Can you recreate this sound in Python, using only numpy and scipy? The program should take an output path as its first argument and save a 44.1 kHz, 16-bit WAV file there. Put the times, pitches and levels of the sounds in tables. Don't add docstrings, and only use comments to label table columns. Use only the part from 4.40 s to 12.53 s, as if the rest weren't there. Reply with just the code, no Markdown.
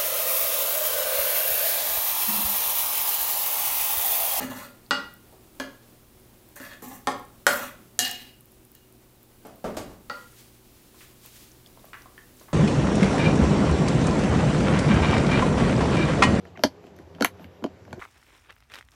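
import sys
import numpy as np
from scipy import signal
from scipy.fft import rfft, irfft
from scipy.io import wavfile

SR = 44100
rng = np.random.default_rng(int(sys.argv[2]) if len(sys.argv) > 2 else 0)


def volts_from_decibels(level):
    exponent = np.asarray(level, float) / 20
    return 10 ** exponent


def transcribe(signal):
    frames = np.atleast_2d(signal).T
    limited = np.clip(frames, -1, 1)
    pcm = np.round(limited * 32767).astype(np.int16)
    wavfile.write(sys.argv[1], SR, pcm)


N = 358522

DAMPING = {"rim": 0.66, "handle": 0.61, "floor": 0.45, "wall": 0.57, "edge": 0.42, "sauce": 0.33}


def rms_one(x):
    return x / np.sqrt(np.mean(x ** 2) + 1e-20)


def gain_in_time(rows):
    times, levels = np.transpose(rows)
    return volts_from_decibels(np.interp(np.arange(N) / SR, times, levels, left=-200, right=-200))


def swell(s, rise_s, length_s, fall_s, level_db, ease_db_per_s):
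    end_s = s + max(length_s, rise_s)
    end_db = level_db - ease_db_per_s * length_s
    return gain_in_time([(s, level_db - 25), (s + rise_s, level_db),
                         (end_s, end_db), (end_s + fall_s, end_db - 25)])


def band(x, low_hz, high_hz):
    return signal.sosfilt(signal.butter(2, [low_hz, min(high_hz, .45 * SR)], "band", fs=SR, output="sos"), x)


def coloured(spectrum):
    hz = np.fft.rfftfreq(N, 1 / SR) + 1
    points = np.array(spectrum)
    gain = volts_from_decibels(np.interp(np.log(hz), np.log(points[:, 0]), points[:, 1]))
    noise = irfft(rfft(rng.standard_normal(N)) * gain, N)
    return noise / np.std(band(noise, 3000, 15000))


def drift(rate):
    steps = rng.standard_normal(int(N / SR * 60) + 2)
    smooth = signal.lfilter([1], [1, -np.exp(-2 * np.pi * rate / 60)], steps)
    return np.interp(np.arange(N) * 60 / SR, np.arange(len(steps)), rms_one(smooth))


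def ring(x, hz, t60):
    r = volts_from_decibels(-60 / (t60 * SR))
    w = 2 * np.pi * hz / SR
    return signal.lfilter([0, np.sin(w)], [1, -2 * r * np.cos(w), r * r], x + 1e-18)


def narrow_noise(hz, width_hz):
    return rms_one(ring(rng.standard_normal(N), hz, np.log(1000) / (np.pi * width_hz)))


def add(out, s, sound):
    at = round(s * SR)
    out[at:at + len(sound)] += sound[:N - at]


def bursts(rows, width):
    out, t = np.zeros(N), np.arange(6000) / SR
    for s, level_db, hz, t60, tone in rows:
        noise = rms_one(band(rng.standard_normal(len(t)), hz / width, hz * width))
        burst = (1 - tone) * noise + tone * np.sin(2 * np.pi * hz * t)
        add(out, s, volts_from_decibels(level_db - 60 * t / t60) * burst)
    return out


def steel(x, place, damping):
    mode_hz = [272, 494, 576, 727, 829, 915, 1000, 1085, 1258, 1396, 1548, 1670, 1830, 1932, 2102, 2380,
               2861, 3200, 3931, 4200, 4340, 4522, 4700, 5050, 5416, 5580, 5990, 6380, 6585, 7400]
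    mode_t60 = [0.25, 0.3, 0.23, 0.34, 0.21, 0.18, 0.18, 0.23, 0.11, 0.12, 0.072, 0.087, 0.11, 0.15, 0.11,
                0.1, 0.2, 0.1, 0.14, 0.12, 0.21, 0.1, .25, .2, .2, 0.067, .2, 0.12, 0.1, 0.064]
    mode_levels = { "rim": [-15, -23, -13.5, -36, -8.5, -18, -14, -18, -13, 0.5, -23, -14, -19, -5, -26,
                   -14, -11, -27, -26, -22, -11, -10.5, -17, -19, -19, -28, -17.5, -29, -26, -21], "handle":
                   [-19.5, -9.5, -2.5, -20, -7.5, -24, -7, -7.5, -5, 6, -12, -11.5, -24, -3, -12, -22.5,
                   -31, -29, -24, -18, -25, -8, -10.5, -29, -27, -31, -34, -26, -22, -25], "floor": [-12.5,
                   -17.5, -11, -10.5, -4, -10.5, -10, -5.5, -7.5, -12.5, -17.5, -7, -10, -20, -15.5, -19.5,
                   -27.5, -24.5, -25, -18, -25, -27.5, -34, -23.5, -40, -40, -35, -53, -22, -27], "wall":
                   [-17.5, -14, 3, -9, -5, -3.5, -3.5, -4.5, -2, 3.5, -8, -1, -6, -6.5, -15.5, -12.5, -17,
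                   -9.5, -20, -4, -18, -27, -19, -22.5, -32.5, -24, -30.5, -29, -20, -6], "edge": [-22, -22,
                   -23, -12.5, -16, -34, -33, -37, -30, -18, -23, -2.5, -4, -8.5, -26, -15, -5, -3.5, -4,
                   -2, -9, -7, -12, -10, -10, -11, -22, -26, -10.5, -3.5], "sauce": [1, -7, 3, -10, -13,
                   -2.5, -8, -2.5, 0.5, -1, -11, 10, -20, -14, -7, -5, -9, 0, -15, -7, -12, -14, -15, -20,
                   -22, -21, -24, -6.5, -15, -24]}
    modes = zip(mode_hz, mode_t60, mode_levels[place])
    return sum((-1) ** k * volts_from_decibels(level_db) * ring(x, hz, damping * t60)
               for k, (hz, t60, level_db) in enumerate(modes))


def burner_hiss():
    # (frequency [Hz], density [dB per Hz])
    air_colour = [(12, -44), (20, 3.5), (71, -0.5), (120, -3.5), (194, -2.5), (331, -1.5), (370, -4.5),
                  (426, -6.5), (1040, -14), (1170, -14.5), (1780, -18.5), (2790, -18.5), (6120, -21.5),
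                  (14600, -18), (16300, -10.5)]
    # (time [s], treble level [dB])
    air_levels = [(0, -60), (3.6, -60.5), (4.0, -62), (5.0, -61.5), (8.2, -60)]
    top_cut = signal.cheby2(12, 50, 16250, fs=SR, output="sos")
    hiss = signal.sosfilt(top_cut, coloured(air_colour))
    return gain_in_time(air_levels) * volts_from_decibels(.6 * drift(6.0)) * hiss


def appliance_hum():
    # (frequency [Hz], relative level [dB])
    hum_lines = [(60, -66), (120, -60), (232, -65), (323, -71), (374, -64), (10270, -97.5)]
    t, out = np.arange(N) / SR, np.zeros(N)
    for hz, level_db in hum_lines:
        gain = volts_from_decibels(level_db - 0.5 + 1.7 * drift(3.3))
        out += gain * np.sin(2 * np.pi * hz * t + 0.28 * drift(8.1))
    return out


def knocks():
    # (time [s], place, crack level [dB], ring level [dB], thud level [dB])
    knock_rows = [(.004, "floor", -26, -27.5, -29), (0.246, "handle", -40, -47, -59),
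                  (.509, "rim", -4, -15.5, -24.5), (1.199, "sauce", -18.5, -30, -32.5),
                  (2.162, "wall", -47, -49, -72.5), (2.2, "wall", -33, -54, -38),
                  (2.421, "floor", -46, -42, -36), (2.672, "floor", -11.5, -15.5, -25),
                  (3.067, "wall", 0.5, -19.5, -36.5), (3.591, "edge", 0, -20.5, -29),
                  (4.35, "edge", -47, -56, -55), (5.698, "handle", -21, -28.5, -38)]
    crack_tones = {"rim": (1410, 4500), "handle": (1320, 5100), "floor": (1100, 7600), "wall": (1450, 9700),
                   "edge": (6520, 12000), "sauce": (1610, 10000)}
    # (low edge [Hz], high edge [Hz])
    thud_band = (133, 432.8)
    snap_s, thud_s, chatter_s = 0.00067, 0.011, 0.012
    crack_cycles = 2.8
    out, t = np.zeros(N), np.arange(SR // 2) / SR
    for s, place, crack_db, ring_db, thud_db in knock_rows:
        hz, bright_hz = crack_tones[place]
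        snap = band(rng.standard_normal(len(t)) * np.exp(-t / snap_s), 460, bright_hz)
        contact = np.sin(2 * np.pi * hz * t) * np.exp(-t * hz / crack_cycles)
        crack = 0.67 * snap / np.abs(snap).max() + 0.88 * contact
        thud = rms_one(band(rng.standard_normal(len(t)), *thud_band))
        thud = thud * np.exp(-t / thud_s) * (1 - np.exp(-t / 0.0065))
        chatter = rng.standard_normal(len(t)) * np.exp(-t / chatter_s)
        ringing = steel(.7 * (t == 0) + .02 * chatter, place, DAMPING[place])
        clatter = band(chatter, hz / 1.7, bright_hz)
        cracking = band(crack, 274, 12940) + 0.1 * clatter
        add(out, s, volts_from_decibels(crack_db) * cracking + volts_from_decibels(thud_db) * thud + volts_from_decibels(ring_db) * ringing)
    return out


def grains(per_s, spread_db):
    sizes = volts_from_decibels(spread_db * np.minimum(rng.exponential(1, N), 5)) * rng.choice([-1, 1], N)
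    return sizes * (rng.random(N) < per_s / SR)


def patchy(x, low_hz, high_hz, patchy_db, rate):
    limits = np.geomspace(low_hz, high_hz, 13)
    return sum((-1) ** k * volts_from_decibels(patchy_db * drift(rate)) * band(x, limits[k], limits[k + 1])
               for k in range(len(limits) - 1))


def scraping():
    # (time [s], place, length [s], grind level [dB], fine hiss level [dB],
    # floor rumble level [dB], easing of the pressure [dB per s])
    stroke_rows = [(.006, "wall", 0.082, -38.5, -41.5, -36.5, 146),
                   (0.096, "wall", 0.16, -49, -50, -50, 13), (2.155, "sauce", 0.026, -52, -47.5, -78, 150),
                   (2.198, "sauce", .152, -48, -54.5, -62, 43),
                   (2.419, "floor", 0.14, -51.5, -49.5, -47, 22),
                   (3.081, "wall", 0.2, -38.5, -39, -39, 51.5), (3.601, "edge", .29, -38.5, -42, -48, 81)]
    bite_s, lift_s = 0.0041, .04
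    sliding = .3
    rough = grains(1300 * volts_from_decibels(3.9 * drift(18.0)), spread_db=3.0)
    fine = grains(8000, spread_db=3.0)
    hissing = rms_one(patchy(fine, 5500, 15800, patchy_db=2.5, rate=15.0))
    judder = volts_from_decibels(2.5 * drift(40.0))
    rumbling = narrow_noise(250, width_hz=23)
    grinding, pressure, out = np.zeros(N), np.zeros(N), np.zeros(N)
    for s, place, length_s, grind_db, hiss_db, rumble_db, ease in stroke_rows:
        stroke = swell(s, bite_s, length_s, lift_s, 0, ease)
        during = np.flatnonzero(stroke > 1e-9)
        contacts = rough[during]
        body = rms_one(band(steel(contacts, place, sliding * DAMPING[place]), 450, 6000))
        grinding[during] = rms_one(body + .6 * rms_one(band(contacts, 500, 3300)))
        pressure += volts_from_decibels(grind_db) * stroke
        rumble = swell(s, bite_s, length_s, 2 * lift_s, rumble_db, ease / 2 + 38)
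        out += volts_from_decibels(hiss_db) * stroke * judder * hissing + rumble * rumbling
    return out + pressure * judder * patchy(grinding, 450, 8000, patchy_db=4.0, rate=15.0)


def spitting():
    # (time [s], level [dB], pitch [Hz])
    set_pops = [(.463, -46, 4200), (.7392, -38, 13600), (2.0887, -39, 14800), (2.7194, -36, 6700),
                (2.797, -40, 12500), (2.8519, -41, 10300), (4.0085, -41.5, 11500), (4.057, -42, 15100),
                (4.3172, -40, 13560), (4.3514, -36, 13000), (4.8299, -40, 12700), (6.8603, -29.5, 14500),
                (7.1172, -39, 6640), (7.2614, -34, 3520), (7.2724, -40, 5660), (7.394, -41, 4000),
                (7.453, -35.5, 14700), (7.6206, -40, 5330), (7.9977, -39, 5630)]
    # (lowest [Hz], highest [Hz])
    random_range = (8400, 14800)
    when, strength, pitch = rng.random((18, 3)).T
    random_hz = random_range[0] + (random_range[1] - random_range[0]) * pitch
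    random_pops = zip(when * N / SR, -48 + 7 * strength, random_hz)
    return bursts([(*row, .006, 0) for row in [*set_pops, *random_pops]], width=1.15)


def settling():
    # (time [s], thump level [dB], clack level [dB], time to fade by 26 dB [s])
    settle_rows = [(0.923, -53, -71, 0.12), (1.424, -57, -61, .04), (1.93, -54, -76, 0.034),
                   (5.05, -42, -56, 0.13), (5.242, -27.5, -47, 0.12), (5.346, -42, -52, 0.025),
                   (5.368, -27.5, -35.5, 0.062), (5.493, -47, -58, 0.15)]
    thump_hz = 375
    shudder_db, shudder_s = -19.5, 0.12
    out, t = np.zeros(N), np.arange(SR // 2) / SR
    shaking = rms_one(band(rng.standard_normal(N + SR), 15, 90))
    shudder_shape = volts_from_decibels(shudder_db) * np.exp(-t / shudder_s) * (1 - np.exp(-t / .015))
    for s, level_db, clack_db, length_s in settle_rows:
        fade = np.exp(-3 * t / length_s)
        thump = rms_one(band(rng.standard_normal(len(t)), 0.41 * thump_hz, 1.99 * thump_hz))
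        clack = rms_one(band(rng.standard_normal(len(t)), 600, 8900))
        shudder = shudder_shape * shaking[round(s * SR):][:len(t)]
        add(out, s, volts_from_decibels(level_db) * (fade * thump + shudder) + volts_from_decibels(clack_db) * fade * clack)
    return out


def squealing():
    # (time [s], length [s], level [dB], fade [dB per s])
    squeal_rows = [(3.614, 0.19, -31.5, 86), (3.92, .11, -69.5, 40), (4.34, 0.12, -63, 132)]
    phase = 2 * np.pi * 2861 * np.arange(N) / SR + .5 * drift(10.0)
    tone = np.sqrt(2) * volts_from_decibels(2.5 * drift(20.0)) * np.sin(phase)
    return tone * sum(swell(s, 0.013, length_s, .04, level_db, fade)
                      for s, length_s, level_db, fade in squeal_rows)


def rebounds():
    # (time [s], level [dB], pitch [Hz])
    rebound_rows = [(3.6793, -21.5, 11920), (3.713, -22, 10530)]
    return bursts([(*row, .006, 0) for row in rebound_rows], width=1.45)


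def rustling():
    # (frequency [Hz], density [dB per Hz])
    cloth_colour = [(590, -43), (1000, -9), (1910, -3.5), (2240, -2.5), (3290, -1.5), (15800, -5)]
    # (time of full level [s], length at full level [s], level [dB])
    wipe_rows = [(5.72, 0.13, -60), (5.989, 0.018, -55.5), (6.6, 0.032, -55), (6.85, 0.024, -54.5),
                 (6.957, .085, -55.5), (7.454, .02, -62), (8.004, .02, -59.5)]
    rise_s, fall_s = 0.092, 0.18
    wipes = sum(swell(s - rise_s, rise_s, rise_s + length_s, fall_s, level_db, 0)
                for s, length_s, level_db in wipe_rows)
    hands = volts_from_decibels(-65) * (np.arange(N) / SR > 5.7)
    return np.hypot(wipes, hands) * volts_from_decibels(1.2 * drift(15.0)) * coloured(cloth_colour)


def cup_taps():
    # (time [s], level [dB], pitch [Hz], t60 [s], share of clear tone [0-1])
    tap_rows = [(6.545, -48, 1020, 0.029, 0.7), (6.604, -49, 1806, 0.12, 0.04),
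                (6.85, -45, 684, 0.043, 0.4), (7.374, -38, 673, 0.029, 0.47),
                (7.442, -44, 735, 0.027, 0.05), (7.532, -33, 1560, 0.026, 0.03),
                (7.542, -39.5, 1220, 0.065, 0), (7.658, -39, 810, 0.026, 0.14),
                (7.779, -32.5, 1785, 0.017, 0.8), (8.012, -34, 603, 0.022, 0.55),
                (8.083, -41, 1105, 0.077, 0.43)]
    return bursts(tap_rows, width=1.5)


def kitchen(x):
    # (frequency [Hz], t60 [s])
    room_decay = [(100, 0.87), (500, 0.34), (2000, 0.44), (6000, 0.32), (14000, 0.25)]
    t, points = np.arange(int(.7 * SR)) / SR, np.array(room_decay)
    echoes = np.zeros(len(t))
    for low in 62.5 * 2. ** np.arange(8):
        t60 = np.interp(np.log(low * np.sqrt(2)), np.log(points[:, 0]), points[:, 1])
        echoes += band(rng.standard_normal(len(t)), low, 2 * low) * volts_from_decibels(-60 * t / t60)
    echoes = echoes * np.clip((t - .003) / 0.002, 0, 1)
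    echoes = echoes / np.sqrt(np.sum(echoes ** 2))
    return volts_from_decibels(-4) * signal.fftconvolve(x, echoes)[:N]


def scene():
    near = knocks() + scraping() + settling() + cup_taps()
    near = near + volts_from_decibels(-5) * band(near, 14500 / 1.3, 16000)
    dry_sounds = spitting() + squealing() + rebounds() + rustling()
    background = burner_hiss() + appliance_hum()
    return (near + kitchen(near) + dry_sounds + background)[None]


def band_limit(x):
    return signal.sosfilt(signal.butter(12, 16480, fs=SR, output="sos"), x)


def record(dry):
    top_cut = signal.cheby2(12, 60, 16900, fs=SR, output="sos")
    mix = np.clip(signal.sosfilt(top_cut, dry), -1, 1)
    return band_limit(mix)


dry = scene()
out = record(dry)
transcribe(out)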